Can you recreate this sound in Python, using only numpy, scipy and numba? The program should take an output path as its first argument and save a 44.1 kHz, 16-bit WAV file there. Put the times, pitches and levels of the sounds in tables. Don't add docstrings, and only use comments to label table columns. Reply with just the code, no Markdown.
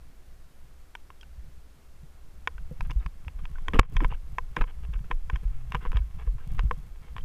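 import sys
import numpy as np
from scipy import signal
from scipy.fft import rfft, irfft
from scipy.io import wavfile
from scipy.ndimage import uniform_filter1d
from numba import njit

SR = 44100
rng = np.random.default_rng(int(sys.argv[2]) if len(sys.argv) > 2 else 0)


def linear_from_db(decibels):
    return 10 ** (np.asarray(decibels, float) / 20)


def to_wav(sig):
    pcm = np.clip(np.atleast_2d(sig), -1, 1) * 32767
    pcm = np.round(pcm).astype(np.int16)
    wavfile.write(sys.argv[1], SR, pcm.T)


N = 319504


def unit(x):
    return x / np.sqrt(np.mean(x ** 2))


def colour(x, points):
    hz, db = np.transpose(points)
    bin_hz = np.maximum(np.fft.rfftfreq(len(x), 1 / SR), 1)
    gain = linear_from_db(np.interp(np.log(bin_hz), np.log(hz), db))
    return unit(irfft(rfft(x) * gain, len(x)))


def add(track, start_s, sound):
    i = int(start_s * SR)
    track[i:i + len(sound)] += sound[:N - i]


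# frequency in Hz, relative density in dB.
HISS_SPECTRUM = [(88, -12), (150, -6.5), (205, -6.5), (315, -8.5), (354, -9), (494, -11), (998, -15.5),
                 (1390, -15.5), (2870, -22), (14500, -29), (16000, -43.5)]
HISS_RMS_DB = -63


def preamp_hiss():
    return linear_from_db(HISS_RMS_DB) * colour(rng.standard_normal(N), HISS_SPECTRUM)


WHINE_HZ, WHINE_WIDTH_HZ, WHINE_RMS_DB = 11060, 120, -88.5


def electronic_whine():
    band_hz = [WHINE_HZ - WHINE_WIDTH_HZ / 2, WHINE_HZ + WHINE_WIDTH_HZ / 2]
    sos = signal.butter(2, band_hz, "band", fs=SR, output="sos")
    return linear_from_db(WHINE_RMS_DB) * unit(signal.sosfilt(sos, rng.standard_normal(N)))


# time in seconds, deep vibration level in dB.
GROUND = [(0.0, -44.5), (1.19, -48), (1.39, -41), (1.73, -47.5), (2.58, -38), (2.72, -36), (2.88, -31.5),
          (3.08, -40.5), (3.311, -37.5), (3.97, -26), (4.17, -34.5), (4.4, -35.5), (4.58, -34.5),
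          (5.0, -36.5), (5.4, -33), (5.9, -33.5), (6.35, -36), (6.53, -27.5), (7.02, -40), (7.24, -32)]
USUAL_DB = -36


def shaking():
    time_s, db = np.transpose(GROUND)
    return np.interp(np.arange(N) / SR, time_s, db) - USUAL_DB


# frequency in Hz, relative density in dB.
RUMBLE_SPECTRUM = [(12, 11), (22, 9.5), (35, -4.5), (60, 4.5), (78, -6.5), (110, -29), (200, -72.5)]
# frequency in Hz, relative density in dB.
UPPER_BASS_SPECTRUM = [(60, -13), (90, -6.5), (150, -5.5), (190, -14), (300, -41), (600, -54)]
UPPER_DB = -53
UPPER_SLOPE = 1.21
STONES_PER_S = 60


def rolling():
    over_db = shaking()
    deep = colour(rng.standard_normal(N), RUMBLE_SPECTRUM) * linear_from_db(USUAL_DB + over_db)
    stones = unit(rng.standard_normal(N) * (rng.random(N) < STONES_PER_S / SR))
    lumpy = stones + 0.14 * rng.standard_normal(N)
    upper = colour(lumpy, UPPER_BASS_SPECTRUM) * linear_from_db(UPPER_DB + UPPER_SLOPE * over_db)
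    return deep + upper


HUM_START_S, HUM_LENGTH_S = 5.4, 0.3
HUM_START_HZ, HUM_SAG_HZ_PER_S = 136, 57
HUM_START_RMS_DB, HUM_SWELL_DB_PER_S = -56.5, 47


def tyre_hum():
    t = np.arange(0, HUM_LENGTH_S, 1 / SR)
    phase = 2 * np.pi * (HUM_START_HZ - HUM_SAG_HZ_PER_S * t / 2) * t
    tone = np.sqrt(2) * np.sin(phase) * linear_from_db(HUM_START_RMS_DB + HUM_SWELL_DB_PER_S * t)
    out = np.zeros(N)
    add(out, HUM_START_S, tone * signal.windows.tukey(len(t), .3))
    return out


def ring_of(hz, gain, t60_s, contact_s):
    t = np.arange(SR // 10) / SR
    ring = np.sum(gain * np.sin(2 * np.pi * hz * t) * 1000. ** (-t / t60_s), axis=0)
    ring = ring * (1 - np.exp(-t / contact_s)) ** 2
    return ring / np.max(np.abs(ring))


# frequency in Hz, level in dB struck on its face, t60 in seconds,
# side of the wall that moves first (1 or -1).
CASE_MODES = [(490, -19, .06, 1), (820, -15, .02, 1), (1030, 0, .026, 1), (1250, -16, .018, 1),
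              (1530, -5, .019, 1), (1860, -2, .018, -1), (2230, -4, .015, -1), (2650, -16, .018, 1),
              (2950, -24, .016, -1), (3200, -10, .014, 1), (3600, -16, .012, -1), (5040, -27, .011, 1),
              (6220, -24, .009, -1), (7190, -34, .011, 1), (8400, -36, .009, -1)]
SLIDE_MODES_DB = [-5.5, -1.5, -0.5, 4.5, -1, -25.5, -2.5, 0.5, -3, -2.5, -22.5, -16, -29.5, -38.5, -48]
SLIDE_DAMPING = 1.4


def slide(slips, contact_s=0.00014):
    hz, _, t60_s, side = np.transpose(CASE_MODES)[:, :, None]
    level_chance, pitch_chance = rng.standard_normal((2,) + hz.shape)
    gain = side * linear_from_db(np.array(SLIDE_MODES_DB)[:, None] + 1.5 * level_chance)
    ring = ring_of(hz * (1 + .025 * pitch_chance), gain, t60_s / SLIDE_DAMPING, contact_s)
    return signal.fftconvolve(slips, ring / np.sqrt(np.sum(ring ** 2)))


# frequency in Hz, relative gain in dB.
RUB_COLOUR = [(300, -1), (800, 0.5), (1500, -2.5), (2600, 0.5), (4500, 1)]
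# frequency in Hz, relative gain in dB.
CREAK_SPECTRUM = [(120, -32.5), (230, 0.5), (480, -7.5), (600, -18.5), (1000, -51)]
# start in seconds, length in seconds, level in dB,
# low creak in dB over that level.
SCRAPES = [(2.713, 0.02, -75, 24), (2.845, 0.028, -53, -14), (2.895, 0.023, -45, -7),
           (2.992, 0.065, -56, -7), (3.384, 0.026, -57.5, -12), (3.429, 0.03, -64, -10),
           (3.546, 0.019, -63, -18), (3.666, 0.07, -62, 11), (3.729, 0.046, -37.5, 6),
           (3.786, 0.022, -26, -10), (3.818, .05, -45, -32), (3.91, 0.04, -75, 19),
           (4.005, 0.037, -46.5, 12), (4.051, 0.0058, -46, 4), (4.093, 0.068, -48, -16),
           (4.566, 0.04, -44, 7.5), (4.608, 0.017, -32.5, -0.5), (4.667, 0.052, -54, -19),
           (4.824, 0.038, -57, -18), (4.924, 0.046, -55, -7), (5.036, 0.028, -58, -3),
           (5.098, 0.038, -51.5, 1), (5.306, 0.039, -62, 0), (5.323, 0.054, -52.5, -13),
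           (5.423, 0.037, -61, 3), (5.727, 0.05, -46.5, -11), (5.795, 0.1, -50.5, -28),
           (5.927, 0.0045, -43, -10), (5.934, 0.047, -50.5, -8), (5.959, 0.042, -48, -15),
           (6.179, 0.066, -50, -28), (6.249, 0.043, -60.5, -3), (5.51, 0.092, -66, -15),
           (6.375, 0.093, -62, -14), (6.49, 0.069, -70, -11), (6.575, 0.041, -47.5, -7),
           (7.003, 0.11, -59, -12), (7.158, 0.056, -55, -36)]
SLIPS_PER_S, SLIP_UNEVEN_DB = 4000, 2.6
RUB_DB, RUB_SLOPE = -69.5, 1
RUB_PATCHY_DB, RUB_PATCH_S = 1.8, .025


def rubbing():
    clicks = (rng.random(N) < SLIPS_PER_S / SR) * rng.standard_normal(N)
    slips = unit(clicks * linear_from_db(SLIP_UNEVEN_DB * rng.exponential(size=N)))
    span = int(RUB_PATCH_S * SR)
    grip = unit(uniform_filter1d(uniform_filter1d(rng.standard_normal(N), span), span))
    steady = colour(slide(slips)[:N], RUB_COLOUR)
    out = steady * linear_from_db(RUB_DB + RUB_SLOPE * shaking() + RUB_PATCHY_DB * grip)
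    creak_level = np.zeros(N)
    for start_s, length_s, db, creak_db in SCRAPES:
        count = int(length_s * SR)
        shape = signal.windows.tukey(count, .55) * np.linspace(1.2, .7, count)
        own_slips = np.roll(slips, -int(start_s * SR) - SR)[:count]
        add(out, start_s, slide(linear_from_db(db) * shape * own_slips))
        add(creak_level, start_s, linear_from_db(db + creak_db) * shape)
    return out + creak_level * colour(slips, CREAK_SPECTRUM)


# start in seconds, peak in dB, pitch in Hz, t60 in seconds.
TAPS = [(1.211, -46.5, 3230, 0.032), (1.211, -58, 5800, .02), (1.229, -51.5, 1500, 0.038),
        (2.58, -42, 1520, 0.02), (2.711, -41.5, 500, 0.068), (2.998, -59, 3700, 0.025),
        (3.392, -50.5, 1200, 0.024), (3.556, -41.5, 1500, 0.025), (3.659, -54, 1500, 0.037),
        (3.756, -24.5, 1100, 0.0076), (4.124, -28.5, 950, 0.01), (6.019, -56, 1550, 0.04),
        (6.407, -53, 1580, 0.049), (7.209, -51, 3150, 0.017)]


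def taps(contact_s=0.00073):
    out = np.zeros(N)
    for start_s, db, hz, t60_s in TAPS:
        add(out, start_s, linear_from_db(db) * ring_of(np.array([[hz]]), 1, t60_s, contact_s))
    return out


def swings(table, rise_s):
    out, t = np.zeros(N), np.arange(SR // 3) / SR
    for start_s, db, hz, t60_s in table:
        envelope = (1 - np.exp(-t / rise_s)) * 1000. ** (-t / abs(t60_s))
        swing = -np.sin(2 * np.pi * hz * t) * envelope
        add(out, start_s, linear_from_db(db) * swing / np.max(np.abs(swing)))
    return out


# start in seconds, peak in dB, pitch in Hz.
THUDS = [(2.03, -40, 148), (2.605, -42, 149), (2.71, -32.5, 155), (2.796, -36, 113), (2.894, -33, 119),
         (3.055, -34.5, 151), (3.427, -40.5, 152), (3.736, -29, 179), (3.794, -3.5, 100), (3.953, -28, 119),
         (4.111, -32.5, 113), (4.327, -37, 109), (4.569, -32.5, 149), (4.607, -33, 133),
         (4.886, -36.5, 137), (5.005, -35.5, 132), (5.103, -37, 138), (5.332, -29.5, 126),
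         (5.743, -26.5, 146), (5.848, -43, 188), (5.943, -28, 102), (6.167, -38, 136), (6.349, -32, 109),
         (6.537, -33.5, 111), (6.571, -35, 132), (6.635, -22, 118), (7.155, -36, 108)]
THUD_T60_S = 0.053


def shell_thuds():
    return swings([tuple(row) + (THUD_T60_S,) for row in THUDS], rise_s=0.0094)


# start in seconds, peak in dB, pitch in Hz, t60 in seconds.
JOLTS = [(1.379, -32.5, 57, 0.16), (2.547, -34, 43.6, 0.55), (2.639, -28.5, 12.4, 0.33),
         (2.695, -30, 45, 0.093), (2.811, -23, 25.6, 0.35), (2.879, -27, 37, 0.29), (2.96, -17, 46, 0.17),
         (3.056, -21.5, 44, 0.083), (3.267, -26.5, 71, 0.057), (3.356, -26, 27, 0.27),
         (3.438, -27, 20, 0.065), (3.745, -13, 19.3, 0.4), (3.792, 9, 38, 0.059), (3.956, -14.5, 31, 0.43),
         (4.05, -12.5, 25, 0.051), (4.135, -23.5, 21, 0.25), (4.406, -32, 20.6, 0.75),
         (4.603, -13, 25, 0.16), (4.843, -30.5, 57, 0.19), (4.891, -26.5, 50, 0.15),
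         (4.952, -19.5, 38.5, 0.16), (5.124, -18, 23, 0.35), (5.33, -16.5, 47, 0.11),
         (5.379, -28, 31, 0.15), (5.452, -18, 38.6, 0.22), (5.542, -23, 10, 0.072), (5.664, -35, 49, 0.4),
         (5.745, -27, 45, 0.17), (5.869, -20, 21.3, 0.53), (5.949, -15, 49, 0.24), (5.997, -21, 53, 0.17),
         (6.271, -17, 40, 0.22), (6.457, -31, 26.5, 1), (6.577, -19, 37, 0.58), (6.645, -12.5, 50.5, 0.079),
         (6.922, -32, 21.9, 0.6), (7.186, -25, 17.7, 0.41)]


def jolts():
    return swings(JOLTS, rise_s=0.0066)


EDGE_MODES_DB = [-16.5, -41.5, 5, 2.5, -1.5, -9.5, -2, 1.5, -1, -5.5, -13, -19.5, -30.5, -52, -46]
EDGE_DAMPING = 1.39


def case_ring(bright_db, edge, contact_s):
    hz, face_db, t60_s, side = np.transpose(CASE_MODES)[:, :, None]
    edge = np.clip(edge, 0, 1)
    level_chance, pitch_chance = rng.standard_normal((2,) + hz.shape)
    db = face_db + edge * (np.array(EDGE_MODES_DB)[:, None] - face_db)
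    db = db + bright_db * np.log2(hz / 1500)
    db = db + (2 + edge) * level_chance
    hz = hz * (1 + (.012 + .025 * edge) * pitch_chance)
    return ring_of(hz, side * linear_from_db(db), t60_s / EDGE_DAMPING ** edge, contact_s)


# frequency in Hz, relative density in dB.
CRACK_SPECTRUM = [(2500, -45), (5000, 18), (9000, 3.5), (12000, 7.5), (16000, -37)]
# start in seconds, ring peak in dB, brightness in dB per octave,
# contact place from face 0 to edge 1.
KNOCKS = [(0.952, -24.5, 3.5, 0.69), (1.103, -35, -1, 0.51), (1.211, -47, 18, .8), (1.231, -41.5, 6, 0.99),
          (2.474, -11, 0.7, 0.23), (2.581, -40.5, 3, 0.96), (2.808, -22, 3, .99), (2.899, -37, -4, .7),
          (2.908, -33, 9, 0.52), (2.914, -30, 7, 1), (3.062, -26, 2.5, .99), (3.281, -31, 1.5, 1),
          (3.454, -31.5, 1.8, .99), (3.584, -37.5, -1.5, .55), (3.683, -16.5, 2.5, .29),
          (3.735, -21.5, -0.5, 0.35), (3.776, -38, 3, 0.73), (3.791, -9, 1, 0.93), (3.7946, 12.1, -2, 0.87),
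          (3.795, -9.5, 9, 0.34), (3.814, -20, -0.3, .6), (3.831, -20.5, -3.5, 0.66), (3.952, -47, -9, .66),
          (3.967, -18, 2.5, 0.15), (4.005, -22.5, -3.5, 0.25), (4.036, -32, 3, 0.59),
          (4.046, -16, -5.2, 0.49), (4.384, -15, -1.5, 0.32), (4.564, -31.5, 12, 1),
          (4.567, -14, -1.8, 0.4), (4.61, -36, 10, 0.49), (4.619, -22.5, -3, .71), (4.64, -31, -3.5, 0.67),
          (4.937, -36.5, 6.5, 0.51), (4.991, -46.5, 2, .55), (5.113, -16, -3.4, 0.16),
          (5.299, -21.5, -0.3, 0.35), (5.359, -27, 2, 0.097), (5.721, -22.5, 2.5, .99),
          (5.731, -39, 7, .55), (5.747, -16, -0.5, 0.62), (5.752, -17.5, -3.5, 0.95),
          (5.852, -27.5, -7, 0.96), (5.86, -28, -10, 1), (5.918, -29.5, 3.8, 0.98), (5.93, -34, -14, 0.61),
          (5.97, -24.5, 5, 0.49), (6.275, -39.5, -12, 0.55), (6.383, -45, -4, .7), (6.583, -44, 10, .55),
          (6.593, -18.5, 0.4, 0.7), (6.711, -16, -5.5, 0.32), (7.165, -29, 1, 0.78),
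          (7.182, -30.5, -0.7, 0.86)]
CRACK_DB = -35.5
CRACK_PER_BRIGHT, CRACK_PER_EDGE_DB = 1.1, 5


def knocks(crack_decay_s=.0022):
    out, crack_level, t = np.zeros(N), np.zeros(N), np.arange(SR // 50) / SR
    for start_s, db, bright_db, edge in KNOCKS:
        add(out, start_s, linear_from_db(db) * case_ring(bright_db, edge, contact_s=0.00019))
        crack_db = db + CRACK_DB + CRACK_PER_BRIGHT * bright_db + CRACK_PER_EDGE_DB * edge
        add(crack_level, start_s, linear_from_db(crack_db) * np.exp(-t / crack_decay_s))
    return out + crack_level * colour(rng.standard_normal(N), CRACK_SPECTRUM)


def scene():
    background = rolling() + tyre_hum() + rubbing()
    contacts = taps() + shell_thuds() + jolts() + knocks()
    return (background + contacts)[None, :]


@njit
def limiter(x, top, attack, release):
    y, level = np.empty(len(x)), 0.
    for i in range(len(x)):
        size = abs(x[i])
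        level += (size - level) * (attack if size > level else release)
        y[i] = x[i] * min(1., top / (level + 1e-9))
    return y


def low_pass(x):
    return signal.sosfilt(signal.butter(12, 16410, fs=SR, output="sos"), x)


def record(dry):
    attack_s, release_s, threshold_db = .004, .06, -12.0
    overload, top_hz = .8, 15300
    x = dry[0] + preamp_hiss() + electronic_whine()
    x = limiter(x, linear_from_db(threshold_db), 1 / (attack_s * SR), 1 / (release_s * SR))
    x = overload * np.tanh(x / overload)
    x = signal.sosfilt(signal.ellip(8, .2, 60, top_hz, fs=SR, output="sos"), x)
    return low_pass(x[None, :])


dry = scene()
out = record(dry)
to_wav(out)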